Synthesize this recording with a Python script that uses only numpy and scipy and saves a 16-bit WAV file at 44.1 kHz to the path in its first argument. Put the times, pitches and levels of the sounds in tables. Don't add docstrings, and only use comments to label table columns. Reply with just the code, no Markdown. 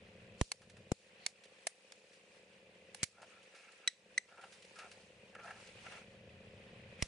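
import sys
import numpy as np
from scipy import signal
from scipy.fft import rfft, irfft, next_fast_len
from scipy.io import wavfile
from scipy.ndimage import map_coordinates

SR = 44100
rng = np.random.default_rng(int(sys.argv[2]) if len(sys.argv) > 2 else 0)


def master_out(mix):
    frames = np.transpose(np.atleast_2d(mix))
    ceiling = np.clip(frames, -1, 1)
    pcm = np.round(ceiling * 32767).astype(np.int16)
    wavfile.write(sys.argv[1], SR, pcm)


N = 311787

# start in seconds, level, bass, treble and left over right in dB, jet length
# in ms, scatter against the jet in dB, hollow and husk pitch in Hz, ring in dB, settling seeds in dB.
BURSTS = [(0.4125, -19.5, 8.5, 0.5, -3.5, 1, -52, 605, 9080, -4, -49.5),
          (0.5171, -19.5, 1.5, 7, -1.5, 2.06, -37.5, 2200, 4530, -3, -70),
          (0.9172, -29, 14, 7, 0, 2.4, -48, 590, 7480, -1, -60),
          (1.263, -22, 2, 11, -1, 1.9, -28.5, 2200, 4370, 4, -61),
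          (1.6688, -28.5, -14.5, 4, 0, 3.9, -27.5, 676, 9030, 13.5, -65.5),
          (1.921, -46, 3, 3, 1.5, 2, -42, 2300, 5380, 1, -77),
          (2.946, -40, -10.5, 3, -5.5, 1.9, -25.5, 781, 9850, 7, -64),
          (3.0305, -20.5, -8, 7.5, 3.5, 2.7, -26.5, 2170, 7560, -5, -58),
          (3.0372, -23.5, -18, 9.5, -17, 2, -31, 2260, 4320, 0, -69),
          (3.8754, -21, -14.5, 0.5, -4, 1.2, -30, 1960, 4110, 2.5, -64),
          (4.1774, -40, -20, 16, -6, 6.1, -33, 2010, 4360, 27, -64.5),
          (7.0233, -25, 2, 5, 0.5, 3.7, -24, 2040, 5510, -1, -57)]
# frequency in Hz, level in dB.
HUSK_SPECTRUM = [(200, -22), (700, -2.5), (1100, -8.5), (2000, -3.5), (3000, -6), (4200, -6), (6000, -9.5),
                 (9000, -13.5), (11000, -10)]
# frequency in Hz, width in Hz, level in dB.
CLAY_MODES = [(747, 310, 0), (1352, 137, 3.5), (1640, 155, 2.5), (2220, 220, -1), (2740, 224, 0)]


def amp(db):
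    return 10 ** (np.asarray(db) / 20)


def unit(x):
    return x / np.sqrt(np.mean(x ** 2) + 1e-20)


def spectrum(points):
    freqs, db = np.transpose(points)
    return lambda hz: amp(np.interp(np.log(hz + 1), np.log(freqs + 1), db))


def curve(points):
    return np.interp(np.arange(N) / SR, *np.transpose(points))


def filtered(x, response):
    size = next_fast_len(x.shape[-1] + 8192)
    return irfft(rfft(x, size) * response(np.fft.rfftfreq(size, 1 / SR)), size)[..., :x.shape[-1]]


def modes(table):
    return lambda f: sum((-1) ** k * amp(db) * 1j * f * width / (hz * hz - f * f + 1j * f * width)
                         for k, (hz, width, db) in enumerate(table))


def steep_modes(table, power):
    response = modes(table)
    return lambda hz: response(hz) * np.abs(response(hz)) ** power


def wobble(rate):
    return map_coordinates(rng.standard_normal(int(N * rate / SR) + 4), [np.arange(N) * rate / SR])


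def stereo_noise(count, alike, grain_db=0.):
    a, b = rng.standard_normal((2, count)) * amp(grain_db * rng.exponential(size=count))
    turn = np.arccos(np.clip(alike, -1, 1)) / 2
    return np.array([np.cos(turn) * a + np.sin(turn) * b, np.cos(turn) * a - np.sin(turn) * b])


def envelope(t, hold_ms, t60_ms, rise_ms):
    return (1 - np.exp(-1000 * t / rise_ms)) ** 2 * amp(-60 * np.maximum(1000 * t - hold_ms, 0) / t60_ms)


def swells(start, end, db, rise, fall):
    t = np.arange(0, N, 32)[:, None] / SR
    power = amp(db - rise * np.maximum(start - t, 0) - fall * np.maximum(t - end, 0)) ** 2
    return np.interp(np.arange(N) / SR, t[:, 0], np.sqrt(power.sum(axis=1)))


def add(track, start, sound, pan_db=0):
    part = track[:, round(start * SR):][:, :sound.shape[-1]]
    part += (sound * amp([[pan_db / 2], [-pan_db / 2]]))[:, :part.shape[1]]


def seed_bursts():
    out, t = np.zeros((2, N)), np.arange(SR // 6) / SR
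    for start, db, bass_db, treble_db, pan_db, jet_ms, scatter_db, hollow_hz, husk_hz, ring_db, _ in BURSTS:
        tilt = spectrum([(900, bass_db), (1800, 0), (4000, 0), (6000, treble_db)])
        resonance = modes([(hollow_hz, 350, ring_db), (husk_hz, 600, ring_db)])
        colour = lambda hz: spectrum(HUSK_SPECTRUM)(hz) * tilt(hz) * (1 + np.abs(resonance(hz)))
        shape = envelope(t, jet_ms, t60_ms=18, rise_ms=0.18)
        jet = unit(filtered(stereo_noise(len(t), 0.33), colour) * shape) * np.sqrt(np.mean(shape ** 2))
        ring = np.sin(2 * np.pi * np.outer([hollow_hz, husk_hz], t)).sum(axis=0)
        ring *= 0.61 * amp(ring_db) / (1 + amp(ring_db)) * envelope(t, 2.2, t60_ms=18, rise_ms=0.52)
        scatter = unit(filtered(stereo_noise(len(t), 0.59, grain_db=2), colour))
        scatter *= amp(scatter_db) * envelope(t, 28, t60_ms=150, rise_ms=1.2)
        add(out, start, amp(db) * (jet + ring + scatter), pan_db)
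    return out


def steam_puffs():
    # start in seconds, level in dB, first swing in ms, swing exponent, 60 dB decay in ms,
    # left over right in dB.
    puffs = [(0.4131, -16, 1.08, 0.43, 42, -5), (.9183, -18.5, 1.84, 0.58, 13.7, 7.5),
             (3.0305, -29, 1.77, 0.63, 32, -6), (7.0243, -26, 0.86, 0.4, 47, -10.5)]
    out, t = np.zeros((2, N)), np.arange(SR // 6) / SR
    for start, db, swing_ms, exponent, t60_ms, pan_db in puffs:
        push = np.sin(np.pi * (1000 * t / swing_ms) ** exponent)
        add(out, start, amp(db) * push * envelope(t, 2.42, t60_ms, rise_ms=0.52), pan_db)
    return out


def husk_whistles():
    # start in seconds, pitch in Hz, level in dB, hold and 60 dB decay in ms,
    # then breathy tail and harmonics 2 to 4 in dB against the fundamental.
    whistles = [(3.8757, 1971, -25, 4.4, 35, -25.5, 2.5, -2.5, -3),
                (4.178, 2023, -20.5, 5.07, 7.5, -31.5, -11.5, -9.5, -11)]
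    out, t = np.zeros((2, N)), np.arange(SR // 6) / SR
    for start, hz, db, hold_ms, t60_ms, tail_db, *overtones_db in whistles:
        phase = 2 * np.pi * hz * (t - .7 * t ** 2) + [[.2], [-.2]]
        harmonics = list(enumerate([0, *overtones_db]))
        for k, level_db in harmonics:
            shape = envelope(t, hold_ms, t60_ms / (1 + 0.17 * k), rise_ms=0.24)
            add(out, start, amp(db + level_db) * np.sin((k + 1) * phase - 0.41 * k) * shape)
        bands = [((k + 1) * hz, 110 + 50 * k, level_db) for k, level_db in harmonics]
        breath = unit(filtered(stereo_noise(len(t), 0.44), steep_modes(bands, 0.32)))
        add(out, start, amp(db + tail_db) * breath * envelope(t, 13, t60_ms=270, rise_ms=2.8))
    return out


def pan_taps():
    # start in seconds, rattle, knock and left over right in dB, 60 dB decay in ms.
    taps = [(0.617, -55.5, -58.5, 0, 110), (0.6973, -53.5, -65.5, -2, 49), (0.768, -61, -64, -1, 72),
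            (1.4367, -53, -79, -4, 54), (1.4532, -57.5, -75, -4, 27), (2.1322, -63, -89.5, 5, 120),
            (3.2184, -51.5, -69, -1, 90), (3.4292, -63, -91, -5, 140), (3.548, -59.5, -67, -2, 540),
            (3.7184, -60.5, -72, -4, 72), (4.2862, -65.5, -55.5, 1, 80), (4.3733, -68.5, -55.5, 1, 74),
            (4.4116, -58.5, -71, -2, 260), (4.4377, -63, -53, 1, 67), (4.5221, -56.5, -67, -1.5, 260),
            (4.6232, -56.5, -80, 1, 56), (4.6477, -57, -88, -3, 33), (4.7561, -59.5, -70, 0, 520),
            (4.787, -50, -53.5, 2, 120), (4.914, -53.5, -59, -0.5, 95), (5.3499, -58.5, -46, -0.5, 21),
            (5.396, -75, -50, 3, 47), (5.474, -69, -52.5, 0, 73), (5.5074, -59.5, -54, 0, 66),
            (5.5997, -62.5, -57.5, 1, 42), (5.672, -57, -77, -3, 57), (5.8634, -66, -44.5, 0, 34),
            (5.9203, -55.5, -49.5, 2, 34)]
    out, t = np.zeros((2, N)), np.arange(SR // 6) / SR
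    husk_treble = lambda hz: spectrum(HUSK_SPECTRUM)(hz) * (hz > 1500)
    for start, rattle_db, knock_db, pan_db, t60_ms in taps:
        rattle = amp(rattle_db) * unit(filtered(stereo_noise(len(t), 0.77, grain_db=2), husk_treble))
        knock = amp(knock_db) * unit(filtered(stereo_noise(len(t), .9), steep_modes(CLAY_MODES, .45)))
        add(out, start, (rattle + knock) * envelope(t, 4.6, t60_ms, rise_ms=0.085), pan_db)
    return out


def seed_ticks(count, low_hz, high_hz, t60_ms, spread_db):
    onset, pitch, offset, place = rng.uniform(size=(4, count, 1))
    age = np.arange(320)
    size = amp(spread_db * rng.exponential(size=(count, 1)))
    phase = 2 * np.pi * ((low_hz + pitch * (high_hz - low_hz)) * age / SR + offset)
    fade = size * amp(-60000 * age / SR / t60_ms) * np.minimum(age / 20, 1)
    where = ((onset * N).astype(int) + age).ravel()
    sides = [np.sin(phase) * fade, np.sin(phase + 2.14 * (2 * place - 1)) * fade]
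    return unit(np.array([np.bincount(where, side.ravel())[:N] for side in sides]))


def seed_heap():
    # frequency in Hz, level in dB.
    sizzle_tone = [(410, -59), (700, -8), (1300, -14), (1990, -6), (2180, -8.5), (2440, -2.5),
                   (3690, -14.5), (5000, -23), (6500, -38), (11000, -120)]
    rustle_tone = [(1650, -24), (2800, -6.5), (3160, -8.5), (4250, -3.5), (9980, -9.5), (10500, -20),
                   (11000, -46), (14300, -75), (22000, -120)]
    # time in seconds, level in dB.
    resting_sizzle = [(0, -64), (.5, -63.5), (.9, -65.5), (1.28, -61.5), (1.8, -67), (2.75, -66.5),
                      (3.05, -64.5), (5.2, -67), (6.3, -64.5), (7.07, -60.5)]
    resting_rustle = [(0, -75.5), (.9, -74), (2.1, -70.5), (2.6, -76), (4.1, -74), (6.0, -77), (6.3, -77),
                      (7.07, -74.5)]
    # start and end in seconds, rustle and sizzle in dB.
    stirs = [(3.1, 3.3, -74, -73), (3.52, 3.78, -72, -74), (4.306, 5.013, -70, -69),
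             (5.44, 5.697, -68, -65.5), (5.767, 5.99, -65.5, -58)]
    start, end, rustle_db, sizzle_db = np.transpose(stirs)
    burst_s, *_, settle_db = np.transpose(BURSTS)
    landing_s = burst_s + 0.014
    thrown = swells(landing_s, landing_s, settle_db, rise=600, fall=83.5)
    stirred = swells(start, end, rustle_db, rise=119, fall=119)
    rustle_gain = np.sqrt(amp(curve(resting_rustle)) ** 2 + thrown ** 2 + stirred ** 2)
    sizzle_gain = np.hypot(amp(curve(resting_sizzle)), swells(start, end, sizzle_db, rise=119, fall=119))
    flicker = wobble(13)
    ticks = seed_ticks(count=12000, low_hz=686, high_hz=10590, t60_ms=22, spread_db=1.5)
    sizzle = unit(filtered(0.5 * ticks + stereo_noise(N, 0.12), spectrum(sizzle_tone)))
    grains = 0.82 * ticks[::-1, ::-1] + stereo_noise(N, 0.032, grain_db=2)
    rustle = unit(filtered(grains, spectrum(rustle_tone)))
    return sizzle_gain * amp(1.1 * flicker) * sizzle + rustle_gain * amp(1.6 * flicker) * rustle


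def steam_leaks():
    # start and end in seconds, centre and width in Hz, final level in dB.
    leaks = [(1.167, 1.27, 4200, 350, -59), (2.957, 3.032, 2310, 700, -53.5), (6.96, 7.033, 2170, 600, -49)]
    out = np.zeros((2, N))
    for start, end, hz, width_hz, db in leaks:
        swell = np.linspace(0, 1, round((end - start) * SR)) ** 1.6
        hiss = unit(filtered(stereo_noise(len(swell), 0.54), steep_modes([(hz, width_hz, 0)], 0.17)))
        add(out, start, amp(db) * swell * hiss)
    return out


def stick_scrapes():
    # start and length in seconds, then the first, second, third and highest modes in dB.
    scrapes = [(3.154, 0.084, -72, -62, -74, -74), (3.183, 0.058, -59, -78, -79.5, -72),
               (3.3, 0.087, -85, -67.5, -80, -80), (3.536, .2, -83, -73.5, -72, -68),
               (3.807, 0.074, -85, -72, -70, -69), (4.316, 0.03, -65, -60, -72, -81),
               (4.382, .04, -58.5, -61, -77, -78), (4.425, 0.019, -57.5, -56, -68, -78),
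               (4.774, 0.039, -77, -55.5, -62, -62), (4.828, 0.043, -61, -62, -70, -68),
               (4.94, 0.052, -71, -81, -87, -83), (5.358, 0.026, -67, -68, -60, -67),
               (5.392, 0.06, -68.5, -57, -74, -82), (5.45, .02, -56.5, -66, -72, -78),
               (5.483, 0.026, -52.5, -57, -50.5, -72), (5.525, 0.053, -63, -66.5, -68, -64),
               (5.597, 0.1, -78, -75, -76, -69), (5.853, 0.018, -76, -58, -77, -74),
               (5.912, .06, -62, -60, -67, -61)]
    start, length, *levels_db = np.transpose(scrapes)
    slips = stereo_noise(N, 0.91, grain_db=3.3) * amp(2.5 * wobble(90))
    groups = CLAY_MODES[:1], CLAY_MODES[1:2], CLAY_MODES[2:3], CLAY_MODES[3:]
    out = np.zeros((2, N))
    for db, group in zip(levels_db, groups):
        clay = unit(filtered(slips, steep_modes(group, .45)))
        out += swells(start, start + length, db, rise=700, fall=400) * clay
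    return out


def engine_strokes(pattern, scatter_db, jitter_ms, firing_hz=15.355):
    part, db = np.transpose(pattern)
    cycle = np.arange(int(N / SR * firing_hz) + 1)[:, None]
    timing, strength = rng.standard_normal((2, len(cycle), len(part)))
    onset = ((cycle + part) / firing_hz + timing * jitter_ms / 1000) * SR
    size = amp(db + scatter_db * strength + 0.5 * (-1.) ** cycle)
    return np.bincount(np.abs(onset).astype(int).ravel(), size.ravel(), N + SR)[:N]


def distant_engine():
    # time in seconds, exhaust level in dB.
    carry = [(0, -66.5), (.35, -64), (.5, -72), (.63, -65), (.85, -66), (.96, -74), (1.34, -73),
             (1.67, -81), (2.09, -78), (2.56, -73), (3.23, -71), (3.56, -80.5), (3.86, -80.5), (4.04, -73),
             (4.51, -75), (5.04, -70.5), (6.14, -65.5), (7.07, -62.5)]
    # position as a fraction of the cycle, level in dB.
    knocks = [(.345, 0), (.77, -5), (.96, -7), (.14, -11), (.57, -13)]
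    exhaust_pulses = [(0.33, 0), (0.41, -5), (0.061, -4), (0.83, -7)]
    # frequency and width in Hz, level in dB.
    casing_modes = [(415, 38.4, -1.5), (522.4, 86.6, -2), (728, 20, -12), (335, 120, -9)]
    pipe_modes = [(197, 58, 16.5), (247, 150, -20), (140, 40, -1)]
    # frequency in Hz, level in dB.
    boom_tone = [(20, -26), (35, -13.5), (60, -17), (88, -2), (130, -5), (200, -22), (400, -66.5)]

    def blur(pulses, share, alike):
        return np.sqrt(1 - share) * unit(pulses) + np.sqrt(share) * stereo_noise(N, alike)

    exhaust = engine_strokes(exhaust_pulses, scatter_db=1, jitter_ms=0.12)
    knocking = engine_strokes(knocks, scatter_db=2, jitter_ms=0.1)
    casing = unit(filtered(blur(knocking, share=.28, alike=.9), steep_modes(casing_modes, .5)))
    pipe = unit(filtered(blur(exhaust, share=.18, alike=.85), steep_modes(pipe_modes, .6)))
    boom = unit(filtered(blur(exhaust, share=.87, alike=1), spectrum(boom_tone)))
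    pipe_db = curve(carry)
    swing_db = pipe_db + 72
    mix = amp(-66 + 0.54 * swing_db) * casing + amp(pipe_db) * pipe + amp(-78 + 1.86 * swing_db) * boom
    return mix * amp([[.6], [-.6]])


def scene():
    popping = seed_bursts() + steam_puffs() + husk_whistles()
    return popping + pan_taps() + seed_heap() + steam_leaks() + stick_scrapes() + distant_engine()


def record(dry):
    smoothing_s, knee_db, ceiling, top_hz = 0.036, -47.5, .115, 10450
    pole = np.exp(-1 / (smoothing_s * SR))
    power = signal.lfilter([(1 - pole) ** 2], [1, -2 * pole, pole ** 2], np.mean(dry ** 2, axis=0))
    ducked = dry * (1 + np.abs(power) / amp(knee_db) ** 2) ** -.3
    squashed = ducked / (1 + np.abs(ducked / ceiling) ** 5) ** (1 / 5)
    lowpass = lambda hz: 1 / (1 + (hz / top_hz) ** 110)
    spill = lambda hz: amp(-42 - 6 * np.abs(hz - top_hz) / 1000) * (hz > top_hz)
    hiss = amp(-103) * rng.standard_normal(dry.shape)
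    return filtered(squashed, lambda hz: lowpass(hz) + spill(hz)) + hiss


dry = scene()
out = record(dry)
master_out(out)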